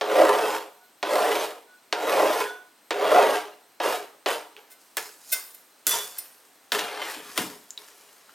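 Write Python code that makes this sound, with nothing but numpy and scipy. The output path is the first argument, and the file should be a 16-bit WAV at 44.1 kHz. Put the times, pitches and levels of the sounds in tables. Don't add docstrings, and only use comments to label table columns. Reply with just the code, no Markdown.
import sys
import numpy as np
from scipy import signal
from scipy.fft import rfft, irfft, next_fast_len
from scipy.io import wavfile
from scipy.ndimage import uniform_filter1d, map_coordinates

SR = 44100
rng = np.random.default_rng(int(sys.argv[2]) if len(sys.argv) > 2 else 0)


def file_out(sig):
    cols = np.atleast_2d(sig).T
    lim = np.clip(cols, -1, 1)
    pcm = np.round(lim * 32767).astype(np.int16)
    wavfile.write(sys.argv[1], SR, pcm)


def nominal_scale(level):
    x = np.asarray(level, float) / 20
    return 10 ** x


N = 367794
TIME = np.arange(N) / SR


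def unit(x):
    return x / np.sqrt(np.mean(x ** 2) + 1e-20)


def along(points, hz):
    f, v = np.transpose(points)
    return np.interp(np.log(hz + 1), np.log(f + 1), v)


def wobble(rate):
    knots = rng.standard_normal(int(N * rate / SR) + 4)
    return map_coordinates(knots, [TIME * rate])


def filtered(x, response):
    m = next_fast_len(N + SR // 2)
    hz = np.fft.rfftfreq(m, 1 / SR)
    return irfft(rfft(x, m) * response(hz), m)[..., :N]


def coloured(x, spectrum):
    return unit(filtered(x, lambda hz: nominal_scale(along(spectrum, hz))))


def add(track, s, sound):
    part = track[round(s * SR):][:len(sound)]
    part += sound[:len(part)]


# (frequency [Hz], level [dB])
FLOOR_COLOUR = [(35, -61.5), (60, -24.5), (295, -2), (582, -4.5), (719, -2), (2160, -8), (11900, -16.5),
                (16200, -17.5)]
# (frequency [Hz], middle level [dB rms])
WHINE_TONES = [(4107, -76.5), (8161, -85.5), (8215, -74.5), (8258, -79.5), (10573, -107), (12365, -71.5)]


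def floor():
    mid, side = coloured(rng.standard_normal((2, N)), FLOOR_COLOUR)
    whine = np.zeros(N)
    for hz, db in WHINE_TONES:
        level = np.sqrt(2) * nominal_scale(db + 3.2 * wobble(34))
        whine += level * np.sin(2 * np.pi * hz * TIME + .7 * wobble(25))
    hiss = mid + np.outer([.3, -.3], side)
    return nominal_scale(-59.5) * hiss + whine


# (frequency [Hz], width [Hz], level [dB])
BOARD_MODES = [(315, 33, -5.5), (418.8, 19.3, 2.5), (470, 14, -2.5), (521.3, 17, 0), (608, 68, -2.5),
               (726.2, 19, 3), (768, 18, -7), (823.3, 25, -2.5), (931.4, 27, -4), (1017.7, 19, -4),
               (1158, 100, -12), (1256, 17, -7), (1375, 55, -13), (1629, 58, -19), (1925, 56, -16)]


def board(x):
    def response(f):
        total = 0
        for k, (centre, width, db) in enumerate(BOARD_MODES):
            resonance = 1j * f * width / (centre * centre - f * f + 1j * f * width)
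            total = total + (-1) ** k * nominal_scale(db) * resonance
        return total * 1j * f / (250 + 1j * f)
    return filtered(x, response)


def ring(modes, damping, rise, tilt_db):
    hz, db, t60 = np.transpose(modes)[:, :, None]
    t = TIME[:SR // 2]
    scatter_db = 1.5 * rng.standard_normal(db.shape)
    level = db + scatter_db + tilt_db * np.log2(hz / 4000) - 60 * t / (t60 * damping)
    drift = .7 * np.cumsum(rng.standard_normal(level.shape), axis=1) / np.sqrt(SR)
    phase = 2 * np.pi * (hz * t + drift + rng.random(db.shape))
    return (nominal_scale(level) * np.sin(phase)).sum(0) * (1 - np.exp(-(t / rise) ** 2))


def band(lo_hz, hi_hz, x):
    return signal.sosfilt(signal.butter(2, [lo_hz, hi_hz], "band", fs=SR, output="sos"), x)


# (time [s], level [dB], thud [dB], treble [dB], blade ring [dB])
BLOWS = [(.011, -18.5, 3.5, -26, -25), (1.028, -18, 5.5, -27, -29.5), (1.926, -11.5, -1.5, -35.5, -33),
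         (2.9066, -15.5, 3, -24.5, -27.5), (3.8008, -26.5, 13, -22, -25), (4.26, -17, 4.5, -21, -26),
         (4.9696, -17, -5, -1.5, -21.5), (5.8677, -27.5, 1, 13.5, 1), (6.7196, -10.5, -9, -13.5, -27.5),
         (6.792, -15, -11, -20.5, -27), (7.3765, -10, -7.5, -9.5, -26.5)]
# (frequency [Hz], level [dB], undamped time to fall 60 dB [s])
BLADE_MODES = [(1475, -5, 1.4), (3463, 0, .75), (5986, -5, .7), (9512, -9, .42), (12770, -11, .33)]


def taps():
    click, thuds, splash, blade = np.zeros((4, N))
    t = TIME[:SR // 10]
    click_fade = nominal_scale(-60 * t / 0.017) + 0.33 * nominal_scale(-60 * t / 0.12)
    splash_fade = nominal_scale(-60 * t / 0.013) + 0.18 * nominal_scale(-60 * t / 0.087)
    for s, db, thud_db, treble_db, ring_db in BLOWS:
        crack = rng.standard_normal((2, len(t)))
        add(click, s, nominal_scale(db) * crack[0] * click_fade)
        add(splash, s, nominal_scale(db + treble_db) * crack[1] * splash_fade)
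        add(thuds, s, nominal_scale(db + thud_db + 36.5) * np.hanning(8) / 4)
        add(blade, s, nominal_scale(db + ring_db) * ring(BLADE_MODES, .12, rise=.001, tilt_db=0))
    click = nominal_scale(1.5) * band(1100, 4400, click)
    splash = nominal_scale(3) * band(6000, 15500, splash)
    return click + splash + board(thuds) + blade


# (fastest moment [s], blade lifts [s], top board drone [dB], rasp before its swell [dB], edge hiss [dB])
SCRAPES = [(0.221, 0.562, -13.5, -31.5, -37.5), (1.182, 1.45, -18, -30.5, -36),
           (2.189, 2.424, -15.5, -30.5, -35), (3.211, 3.371, -11.5, -29.5, -37.5),
           (3.865, 3.95, -19, -31, -35.5), (4.281, 4.336, -23.5, -30.5, -36)]
LIFT_FADES = [142.5, 172.5, 197.5]
ROUND = .7


def strokes():
    creep_db, lift_db = -33, -28
    rasp_creep_db, hiss_creep_db = -38.5, -51.5
    bite_share = 0.71
    rasp_swell_db = 2
    chatter_db, chatter_s = -28, .1
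    usual_rasp_db, faster_per_db = -31, 2
    gain, pace = np.zeros((3, N)), np.zeros(N)
    for fast, lift, drone_db, rasp_db, hiss_db in SCRAPES:
        land = max(s for s, *_ in BLOWS if s < fast)
        bite = land + bite_share * (fast - land)
        speed = np.interp(TIME, [land, fast, lift], [0, 1, 0])
        pace += speed * nominal_scale(faster_per_db * (rasp_db - usual_rasp_db))
        ends_db = np.where(TIME < fast, creep_db, lift_db)
        moving_db = [ends_db + (drone_db - ends_db) * speed ** ROUND,
                     np.interp(TIME, [land, bite], [rasp_creep_db, rasp_db]) + rasp_swell_db * speed,
                     np.interp(TIME, [land, bite], [hiss_creep_db, hiss_db])]
        fade_db = np.outer(LIFT_FADES, np.maximum(TIME - lift, 0))
        since = np.maximum(TIME - land, 0)
        chatter = np.outer([1, 1, 0], nominal_scale(chatter_db - 60 * since / chatter_s))
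        gain += (nominal_scale(moving_db - fade_db) + chatter) * (TIME >= land)
    return gain, pace


def slips(rate, jitter, size_db):
    steps = np.cumsum(rate * np.exp(jitter * wobble(400)) / SR)
    return np.diff(np.floor(steps), prepend=0) * nominal_scale(size_db * rng.standard_normal(N))


def streaky(x, depth_db):
    z = signal.stft(x, nperseg=1024)[2]
    field = uniform_filter1d(rng.standard_normal(z.shape), size=2, axis=0)
    field = uniform_filter1d(field, size=7, axis=1)
    return unit(signal.istft(z * nominal_scale(depth_db * unit(field)), nperseg=1024)[1][:N])


# (frequency [Hz], level [dB])
COUNTER_COLOUR = [(29, -63.5), (50, -34), (118, -13), (156, -10.5), (300, 1), (390, -16.5), (660, -120)]


def counter(drone):
    return (bumps() + nominal_scale(-31) * drone) * coloured(rng.standard_normal(N), COUNTER_COLOUR)


# (frequency [Hz], level [dB])
RASP_COLOUR = [(530, -41.5), (900, -5.5), (1760, -4.5), (1910, -7.5), (2160, -8), (3060, -7.5),
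               (6500, -23.5), (8450, -72), (14300, -120)]
# (frequency [Hz], level [dB])
HISS_COLOUR = [(2940, -14), (5000, -1), (5800, -3), (6880, -2.5), (12900, -5), (15300, -11), (16200, -36)]


def friction():
    stroke, speed = strokes()
    drone, rasp, hiss = stroke + background_swell() + rubs() + drag()
    slow_hz, fast_hz = 421, 569.6
    ridge_hz = slow_hz + (fast_hz - slow_hz) * speed ** ROUND
    jolts = slips(ridge_hz * .3, jitter=.5, size_db=4.5)
    jolts = np.convolve(jolts, np.exp(-TIME[:400] / 0.0031))[:N]
    jolts /= jolts.mean()
    hops = unit(slips(ridge_hz, jitter=.18, size_db=3) * (1.1 + jolts))
    hops = streaky(hops + .95 * rng.standard_normal(N), depth_db=2.5)
    loudness = nominal_scale(-3) / np.std(board(hops))
    scratch = coloured(streaky(rng.standard_normal(N) * (2.5 + jolts), depth_db=3.5), RASP_COLOUR)
    grit = coloured(streaky(rng.standard_normal(N) * (3 + jolts), depth_db=3.5), HISS_COLOUR)
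    scrape = loudness * board(drone * hops) + nominal_scale(-2.63) * rasp * scratch + nominal_scale(-2.83) * hiss * grit
    return scrape + counter(drone)


# (frequency [Hz], time to fall 60 dB [s])
KITCHEN_DECAY = [(150, 0.12), (1000, 0.5), (5000, 0.44), (14000, 0.69)]


def kitchen(x):
    out, step = np.zeros((2, N + SR)), SR // 3
    for start in range(0, N, step):
        hz, t, z = signal.stft(rng.standard_normal((2, SR // 2)), SR, nperseg=256)
        fade = nominal_scale(-60 * t / along(KITCHEN_DECAY, hz)[:, None])
        tail = signal.istft(z * fade, SR, nperseg=256)[1]
        tail = tail / np.linalg.norm(tail[0])
        wet = signal.fftconvolve(x[None, start:start + step], tail, axes=1)
        late = start + 200
        out[:, late:late + wet.shape[1]] += wet[:, :N + SR - late]
    common = out[:, :N].mean(0)
    return common + .5 * (out[:, :N] - common)


# (time [s], level [dB], rise [s], brightness [dB per octave], held [s])
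LIFT_RINGS = [(.73, -77, .06, -18, .14), (1.655, -70, .04, -19, .09), (2.39, -41, .04, -6, .2)]
# (time [s], level [dB], rise [s], brightness [dB per octave], held [s])
GRIPPED_KNOCK = (5.868, -25, .02, 3, .15)


def singing():
    out, t = np.zeros(N), TIME[:SR // 2]
    rings = [(row, BLADE_MODES) for row in LIFT_RINGS]
    rings.append((GRIPPED_KNOCK, BLADE_MODES[1:]))
    for (s, db, rise, tilt_db, held), modes in rings:
        stilled_db = -60 * np.maximum(t - held, 0) / .35
        add(out, s, nominal_scale(db + stilled_db) * ring(modes, 0.92, rise, tilt_db))
    return out * nominal_scale(2.5 * wobble(40))


def peaked(s, swell, fade_db_per_s):
    return np.where(TIME < s, 44.5 * (TIME - s) / swell, fade_db_per_s * (s - TIME))


def layers(db, bright_db):
    return nominal_scale([db - 4 - 0.17 * bright_db, db, db + bright_db])


def swells(rows):
    return sum(layers(db + peaked(s, swell, fade), bright_db) for s, swell, db, bright_db, fade in rows)


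# (loudest moment [s], swell [s], rasp [dB], hiss over rasp [dB], fade [dB per s])
SWELL_AND_RUBS = [(2.41, 0.05, -46.5, -25.5, 150.5), (4.571, 0.0033, -52, -11.5, 94),
                  (4.80, 0.056, -78.5, 17.5, 12), (4.976, .003, -34, 1, 146.5),
                  (5.315, 0.21, -59, 21.5, 303.5), (5.345, .01, -39, 4, 145), (5.55, 0.019, -70, 8.5, 298),
                  (5.868, .001, -33, 11.5, 103.5), (5.94, 0.11, -30, -3, 162), (6.168, 0.059, -52, 0, 90),
                  (6.726, 0.0039, -23, -6, 101), (7.271, 0.036, -54, -4, 102),
                  (7.371, 0.048, -36.5, -1.5, 298), (7.39, 0.029, -30, 0, 161), (7.6, 6.8, -61.5, 3.5, 13),
                  (7.779, 0.0056, -55.5, 2.5, 21), (8.29, 0.0092, -62, -16, 140)]


def background_swell():
    return swells([row for row in SWELL_AND_RUBS if row[1] > 1])


def rubs():
    return swells([row for row in SWELL_AND_RUBS if row[1] <= 1])


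# (time [s], level [dB], pitch [Hz], ringing [cycles])
SMALL_TICKS = [(4.5655, -24.5, 2790, 1.4), (5.8706, -5.5, 10990, 2), (5.8785, -3, 11550, 1.8),
               (5.8936, -3, 11700, 2), (5.899, -7.5, 11240, 2), (5.91, -7.5, 11400, 2),
               (5.9118, -7.5, 10000, 4), (6.1664, -32.5, 8870, 1.2), (7.0875, -28.5, 12050, 1.5),
               (7.1096, -22.5, 13080, 1.5), (7.706, -19, 6800, 3.3), (7.7765, -20.5, 3850, 4.1),
               (8.1385, -46, 10820, 2.5), (8.2932, -37.5, 1370, 2.6)]


def ticks():
    out, t = np.zeros(N), TIME[:SR // 15]
    for s, db, hz, cycles in SMALL_TICKS:
        soft_start = 1 - np.exp(-(t * hz / .5) ** 2)
        tone = np.sin(2 * np.pi * hz * t) * np.exp(-t * hz / cycles) * soft_start
        buzz = unit(np.convolve(rng.standard_normal(len(t)), tone)[:len(t)])
        buzz = buzz * nominal_scale(-21 - 60 * t / .07)
        snap = 0.08 * np.diff(rng.standard_normal(len(t) + 1)) * nominal_scale(-60 * t / 0.0075)
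        add(out, s, nominal_scale(db) * (tone + buzz + snap))
    return out


# (time [s], level [dB], rise [s], brightness [dB per octave])
WIPES = [(4.70, -50, .02, 0), (5.318, -23, .012, .5), (5.542, -53, .005, 3), (6.18, -40, .006, 5)]
# (frequency [Hz], level [dB], undamped time to fall 60 dB [s])
EDGE_MODES = [(656, -11, 0.21), (1510, -7, 0.46), (2085, -6.5, 0.5), (2590, -9, 0.22), (3065, -14, .3),
              (3610, -11, 0.51), (4180, -7.5, 0.29), (5080, -9.5, .55), (5590, -9, 0.38), (5920, -9.5, .25),
              (7080, -10.5, 0.42), (7830, -10, .22), (8600, -4, 0.27), (9600, -2.5, 0.28), (10430, -4, .22),
              (11400, 5, 0.15), (12500, -2.5, .2), (13100, -5, .18), (14200, -1, 0.23), (15200, -6, .2)]


def zings():
    out, t = np.zeros(N), TIME[:SR // 2]
    for s, db, rise, tilt_db in WIPES:
        touch = 0.99 * np.exp(-(t / rise - 1) ** 2)
        swish = touch * np.diff(rng.standard_normal(len(t) + 1))
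        edge = ring(EDGE_MODES, .52, rise, tilt_db)
        add(out, s, nominal_scale(db) * (edge * (1 + 1.2 * touch) + swish))
    return out


# (time [s], level [dB])
COUNTER_BUMPS = [(6.73, -44), (6.82, -52), (7.17, -50), (7.28, -59), (7.389, -31)]


def bumps():
    return sum(nominal_scale(db + peaked(s, swell=0.017, fade_db_per_s=147)) for s, db in COUNTER_BUMPS)


# (time [s], rasp [dB], hiss over rasp [dB])
BOARD_DRAG = [(6.8, -41, -24), (6.9, -42.5, -32), (7.03, -32, -12.5), (7.115, -34, -3.5), (7.21, -43.5, -7),
              (7.34, -51, 5.5), (7.4, -70, 4)]


def drag():
    s, db, bright_db = np.transpose(BOARD_DRAG)
    return layers(np.interp(TIME, s, db, -120, -120), np.interp(TIME, s, bright_db))


# (time [s], left gain [dB])
SIDEWAYS = [(6.3, -0.36), (6.8, 0.5)]


def scene():
    near = friction() + taps() + ticks() + zings() + singing()
    split = [(100, -10.5), (600, 1.5), (3000, -0.5), (12000, -8)]  # (frequency [Hz], level [dB])
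    apart = filtered(near, lambda hz: 0.17 * 1j * nominal_scale(along(split, hz)))
    left_db = np.interp(TIME, *np.transpose(SIDEWAYS))
    direct = near * nominal_scale(np.outer([1, -1], left_db)) + np.outer([1, -1], apart)
    return direct + nominal_scale(-10.0) * kitchen(near) + floor()


def roll_off(x):
    return signal.sosfilt(signal.butter(12, 16990, fs=SR, output="sos"), x)


def record(dry):
    heard = filtered(dry, lambda hz: 1j * hz / (120 + 1j * hz) * (hz < 16400))
    return roll_off(heard)


dry = scene()
out = record(dry)
file_out(out)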